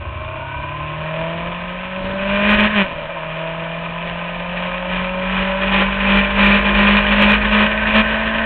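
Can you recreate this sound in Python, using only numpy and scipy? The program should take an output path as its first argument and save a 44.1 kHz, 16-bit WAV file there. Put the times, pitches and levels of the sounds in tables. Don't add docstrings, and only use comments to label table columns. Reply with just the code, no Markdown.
import sys
import numpy as np
from scipy import signal
from scipy.fft import rfft, irfft, next_fast_len
from scipy.io import wavfile
from scipy.ndimage import uniform_filter1d

SR = 44100
rng = np.random.default_rng(int(sys.argv[2]) if len(sys.argv) > 2 else 0)


def generate_wav(sig):
    pcm = np.round(np.clip(np.atleast_2d(sig).T, -1, 1) * 32767).astype(np.int16)
    wavfile.write(sys.argv[1], SR, pcm)


N = 372644

# (in the airbox [dB], in the mount [dB])
CYLINDER_STRENGTHS = [(-1.2, 3), (0, 6), (1, -6), (-2, -1)]
AIRBOX_STRENGTHS, MOUNT_STRENGTHS = 10 ** (np.transpose(CYLINDER_STRENGTHS) / 20)
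FIRINGS = len(CYLINDER_STRENGTHS)
# (time [s], firing rate [Hz], share of ragged firing [0-1])
UPSHIFT_COURSE = [(2.83, 190.9, .05), (2.92, 165.4, 0.5), (3.05, 152.4, 0.4), (3.13, 174.5, .45),
                  (3.2, 157.1, 0.2)]


def undb(db):
    return 10 ** (np.asarray(db) / 20)


def unit(x):
    return x / np.sqrt(np.mean(x ** 2))


def curves(table):
    s, *columns = np.transpose(table)
    return [np.interp(np.arange(N) / SR, s, c) for c in columns]


def walk(rate):
    hold = int(SR / rate)
    steps = np.repeat(rng.standard_normal(N // hold + 1), hold)
    return unit(uniform_filter1d(uniform_filter1d(steps, hold), hold)[:N])


def colour(x, points):
    size = next_fast_len(N + SR // 2, True) // 2 * 2
    hz, db = np.transpose(points)
    f = np.arange(size // 2 + 1) * SR / size
    gain = undb(np.interp(np.log(f + 1), np.log(hz), db))
    cepstrum = irfft(np.log(gain))
    cepstrum[1:size // 2] *= 2
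    cepstrum[size // 2 + 1:] = 0
    return unit(irfft(rfft(x, size) * np.exp(rfft(cepstrum)))[:N])


def resonate(x, modes):
    total = np.zeros(N)
    for k, (hz, width, db) in enumerate(modes):
        stage = np.concatenate(signal.iirpeak(hz, hz / width, fs=SR))
        total += (-1) ** k * undb(db) * signal.sosfilt([stage] * 2, x)
    return unit(total)


def knocks(phase, sizes, scatter_db, jitter_ms):
    k = np.arange(1, int(phase[-1]))
    chance = rng.standard_normal((len(k), 2))
    jitter = chance[:, 1] * jitter_ms * SR / 10 ** 3
    at = np.clip(np.interp(k, phase, np.arange(N)) + jitter, 0, N - 2)
    size = sizes[k % len(sizes)] * undb(scatter_db * chance[:, 0])
    i = at.astype(int)
    part = at - i
    return np.bincount(i, size * (1 - part), N) + np.bincount(i + 1, size * part, N)


def chatter(pulses, decay_ms, steady):
    envelope = signal.lfilter([1], [1, -np.exp(-10 ** 3 / (decay_ms * SR))], pulses)
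    return unit((unit(envelope) + steady) * rng.standard_normal(N))


def swings(phase, sizes, rebound, scatter_db, jitter_ms):
    return knocks(2 * phase, np.outer(sizes, [1, -rebound]).ravel(), scatter_db, jitter_ms)


def lilt(phase, depth):
    return phase + depth * np.sin(2 * np.pi * phase / FIRINGS)


def rattle(phase, scatter_db, jitter_ms, count=12):
    sizes = rng.standard_normal(count * FIRINGS)
    return unit(knocks(count * phase, sizes, scatter_db, jitter_ms))


def gearbox():
    # (time [s], firing rate [Hz])
    low_gear = [(0, 116.9), (.4, 131.6), (.75, 146.3), (1.5, 172.5), (2.2, 194.6), (2.5, 207.9),
                (2.7, 210.8), (2.76, 210.1)]
    # (time [s], firing rate [Hz])
    high_gear = [(3.26, 160.1), (3.7, 165.9), (4.4, 175), (5.8, 194.5), (6.4, 200.3), (6.9, 202.6),
                 (7.6, 210.3), (8.45, 223.1)]
    driving = lambda gear: [(s, hz, 0) for s, hz in gear]
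    hz, ragged = curves(driving(low_gear) + list(UPSHIFT_COURSE) + driving(high_gear))
    return hz, np.clip(ragged, 0, 1)


def pull_away(phase):
    # (time [s], intake growl [dB], lugging throb before its parts are mixed [dB])
    pull = [(0, -32, -25.5), (.35, -27, -32), (.85, -28.5, -33), (1.15, -34.5, -44), (2.2, -43.5, -46),
            (3, -57, -62)]
    # (centre [Hz], width of each of two stages [Hz], relative level [dB])
    intake = [(329, 63, -5), (626, 67, -2), (960, 120, -4), (1067, 110, -1), (1508, 140, -7.5),
              (2384, 190, -7), (2750, 160, -16.5)]
    growl_db, throb_db = curves(pull)
    gulps = unit(swings(phase, AIRBOX_STRENGTHS, rebound=0.63, scatter_db=3.5, jitter_ms=0.013))
    gulps = gulps + undb(-5.5) * rattle(phase, scatter_db=4.0, jitter_ms=0.045)
    three_per_cycle = np.sqrt(2) * np.sin(2 * np.pi * phase * 3 / FIRINGS)
    rumble_colour = [(45, -37.0), (66, -11.5), (74, -0.5), (84, -13), (130, -35.5), (400, -67.0)]
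    rumble = colour(rng.standard_normal(N), rumble_colour)
    throb = undb(-5) * three_per_cycle + undb(-2.0) * rumble
    return undb(growl_db) * resonate(gulps, intake) + undb(throb_db) * throb


def engine(phase, ragged, lean, loose, boom, airbox):
    # (centre [Hz], width of each of two stages [Hz], relative level [dB])
    airbox_modes = [(325, 43, -19), (567.4, 68, 1.5), (656.2, 78, -5), (949, 67, -7.5), (1018, 40, -14),
                    (1490, 570, -16.5), (2375, 110, -13)]
    loose_roughness = .1
    pulses = unit(knocks(lilt(phase, depth=0.014), AIRBOX_STRENGTHS, scatter_db=0.6, jitter_ms=0.03))
    rough = np.maximum(ragged, loose_roughness * loose)
    gas = np.sqrt(1 - rough) * pulses + np.sqrt(rough) * rng.standard_normal(N)
    turn = 2 * np.pi * phase
    lopsided = np.sin(turn) + undb(-7) * lean * np.sin(2 * turn)
    tone = boom * (1 - ragged) * np.sqrt(2) * lopsided
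    return airbox * undb(1.4 * walk(18)) * resonate(gas, airbox_modes) + tone


def wind(loose):
    # (time [s], relative speed [ratio])
    airspeed = [(0, 0.47), (2.7, 1.33), (3.3, 0.62), (8.45, 1.164)]
    # (frequency [Hz], relative level [dB])
    eddy_colour = [(15, -12.5), (35, 1), (65, -3), (105, -7.5), (200, -6), (400, -16.5), (600, -10),
                   (750, -17), (1500, -29.5)]
    wind_db, buffet_db = -34.5, -32
    speed, = curves(airspeed)
    gusts = undb(0.42 * walk(4.5) + 2.7 * walk(17))
    strength = np.hypot(undb(wind_db) * speed ** 1.4, undb(buffet_db) * loose ** 1.5)
    return gusts * strength * colour(rng.standard_normal(N), eddy_colour)


def whir(phase, hz):
    # (frequency [Hz], relative level [dB])
    whir_colour = [(410, -32.5), (600, 7), (740, -6), (880, 0), (1060, 7), (1150, -9), (1260, 3),
                   (1400, -10.5), (1560, -10), (2160, -7), (2420, -0.5), (2900, -5.5), (3500, -13.5),
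                   (4200, -36)]
    ticks = knocks(phase, AIRBOX_STRENGTHS, scatter_db=4, jitter_ms=0.37)
    contacts = rattle(phase, scatter_db=2.5, jitter_ms=0.051, count=16)
    rasp = unit(chatter(ticks, decay_ms=3.1, steady=0.13) + undb(-3.5) * contacts)
    chain = resonate(rasp, [(1523, 150, 0.0057), (1842, 240, 0)])
    return colour(rasp, whir_colour) + undb(-6.5) * (hz / hz.mean()) ** 5 * chain


def surges():
    # (full strength at [s], hold [s], rise constant [s], fall constant [s], level [dB])
    surge_times = [(2.298, .08, 0.068, 0.036, -22.5), (2.507, 0.037, 0.094, 0.018, -13),
                   (2.596, 0.067, 0.035, 0.012, -13.5), (2.776, 0.045, 0.0337, 0.014, -13.5),
                   (4.58, 0.091, .08, .03, -30), (4.936, 0.086, 0.045, 0.052, -24),
                   (5.349, 0.087, 0.19, 0.15, -21), (5.759, 0.062, .14, 0.09, -16.5),
                   (6.123, 0.066, 0.095, 0.05, -13), (6.408, .15, 0.042, 0.036, -11.5),
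                   (6.662, .04, 0.018, 0.065, -17.5), (6.788, 0.18, 0.041, 0.043, -12.5),
                   (7.115, 0.022, 0.033, 0.02554, -14.5), (7.199, 0.12, .05, 0.053, -12),
                   (7.451, 0.0097, 0.0066, .012, -18.5), (7.532, 0.11, 0.0205, 0.0316, -13.5),
                   (7.879, 0.01964, 0.0191, 0.0128, -20.5), (7.956, 0.052, 0.0137, 0.013, -10.5)]
    t = np.arange(N) / SR
    strongest = np.zeros(N)
    for at, hold, rise, fall, db in surge_times:
        swell = np.minimum((t - at) / rise, 0)
        fade = np.minimum((at + hold - t) / fall, 0)
        strongest = np.maximum(strongest, undb(db) * np.exp(swell + fade))
    return strongest


def pressure(hz):
    low_gear_press, high_gear_press = .42, .08
    overrun_hz_per_s = 300
    drive = np.where(np.arange(N) / SR < UPSHIFT_COURSE[-1][0], low_gear_press, high_gear_press)
    overrun = np.maximum(-np.gradient(hz) * SR / overrun_hz_per_s, 0)
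    return np.clip(drive + overrun, 0, .88)


def buzz(phase, lean):
    # (frequency [Hz], relative level [dB])
    mount_colour = [(100, -31), (295, -12.5), (350, -2), (405, -3.5), (460, -3.5), (510, -7), (565, 7.5),
                    (700, -10.5), (820, -1.5), (900, -4.5), (1010, -1), (1120, -3), (1240, 0), (1370, -3.5),
                    (1580, -1), (1900, 3.5), (2150, -4), (2430, 7), (2650, 0.5), (3000, -0.5),
                    (4200, -18.5)]
    hits = swings(lilt(phase, depth=.022), MOUNT_STRENGTHS, rebound=0.65, scatter_db=2.5, jitter_ms=0.046)
    thud = unit(signal.lfilter(*signal.butter(2, 1300, fs=SR), hits - hits.mean()))
    bounces = rattle(phase, scatter_db=2.82, jitter_ms=0.069, count=20)
    rubs = knocks(phase, MOUNT_STRENGTHS, scatter_db=4.5, jitter_ms=0.34)
    scrape = chatter(rubs, decay_ms=2.4, steady=0.75)
    scrape = signal.lfilter(*signal.butter(1, 900, "high", fs=SR), scrape)
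    flutter = undb(2.1 * walk(70))
    free = undb(-10.5) * thud + flutter * (undb(-1.5) * bounces + scrape)
    pressed = undb(2.5) * unit(knocks(phase, np.ones(1), scatter_db=1.5, jitter_ms=.035))
    return colour(np.sqrt(1 - lean) * free + np.sqrt(lean) * pressed, mount_colour)


def shudder(phase, hz, free):
    # (multiple of the engine cycle rate [ratio], relative level [dB])
    overtones = [(1, 0.5), (2, -19.5), (3, -14), (5, -14.5), (7, -11), (9, -9.5), (11, -10), (13, -23)]
    rock_hz, rock_width_hz, rock_db = 51.04, 4.12, -18
    wander_rad = .55
    response = 1 / np.hypot(1, 2 * (hz / FIRINGS - rock_hz) / rock_width_hz)
    turn = 2 * np.pi * phase / FIRINGS
    rocking = np.zeros(N)
    for multiple, db in overtones:
        rocking += undb(db + 2 * walk(24)) * np.sin(round(multiple) * turn + wander_rad * walk(30))
    return undb(rock_db) * response * np.maximum(free, 0) ** 1.22 * rocking


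def scene():
    # (time [s], boom at the firing rate [dB], clatter [dB], airbox [dB])
    running = [(0.0, -37.5, -33.5, -32), (0.64, -34, -32, -45.5), (1.01, -28.5, -29.5, -29.5),
               (1.22, -27, -28.5, -25), (1.84, -33, -29.5, -34.5), (2.26, -25, -29, -27.5),
               (2.47, -22, -23.5, -20), (2.66, -23.5, -24.5, -37), (2.85, -33.5, -28.5, -27),
               (3.08, -33.5, -30, -28), (3.41, -30, -28.5, -26), (3.97, -29.5, -28.5, -32),
               (4.87, -30, -27.5, -28), (5.36, -29, -29, -27), (7.06, -22.5, -19, -28.5),
               (7.55, -24.5, -23, -29.5), (8.45, -24, -23, -32.5)]
    boom_gain_db, clatter_gain_db, airbox_gain_db = -0.5, 0.5, 0.5
    surge_boom_db, surge_airbox_db = -1.3, -12
    loose_above_db = -25.5

    hz, ragged = gearbox()
    phase = np.cumsum(hz * (1 + 0.001533 * walk(25))) / SR
    boom_db, clatter_db, airbox_db = curves(running)
    surge, lean = surges(), pressure(hz)
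    boom = np.hypot(undb(boom_db + boom_gain_db), undb(surge_boom_db) * surge)
    airbox = np.hypot(undb(airbox_db + airbox_gain_db), undb(surge_airbox_db) * surge)
    shaking = np.hypot(undb(clatter_db + clatter_gain_db), surge)
    loose = 1 / (1 + (undb(loose_above_db) / shaking) ** 1.67)

    whirring = undb(0.14) * np.sqrt(1 - loose) * whir(phase, hz)
    buzzing = undb(1.0) * np.sqrt(loose) * buzz(phase, lean)
    rocking = shudder(phase, hz, loose * (1 - lean) ** 1.2)
    motor = engine(phase, ragged, lean, loose, boom, airbox) + pull_away(phase)
    return (motor + shaking * (whirring + buzzing) + rocking + wind(loose))[None]


def record(dry):
    top_hz, final_hz = 4050, 15800
    ceiling = 0.63
    rounded = ceiling * np.tanh(dry / ceiling)
    lowpass = signal.firwin(141, top_hz, window=("kaiser", 7), fs=SR)
    narrow = signal.fftconvolve(rounded, lowpass[None], mode="same", axes=1)
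    clipped = np.clip(narrow, -.69, .69)
    return signal.sosfilt(signal.ellip(8, .2, 70, final_hz, fs=SR, output="sos"), clipped)


dry = scene()
out = record(dry)
generate_wav(out)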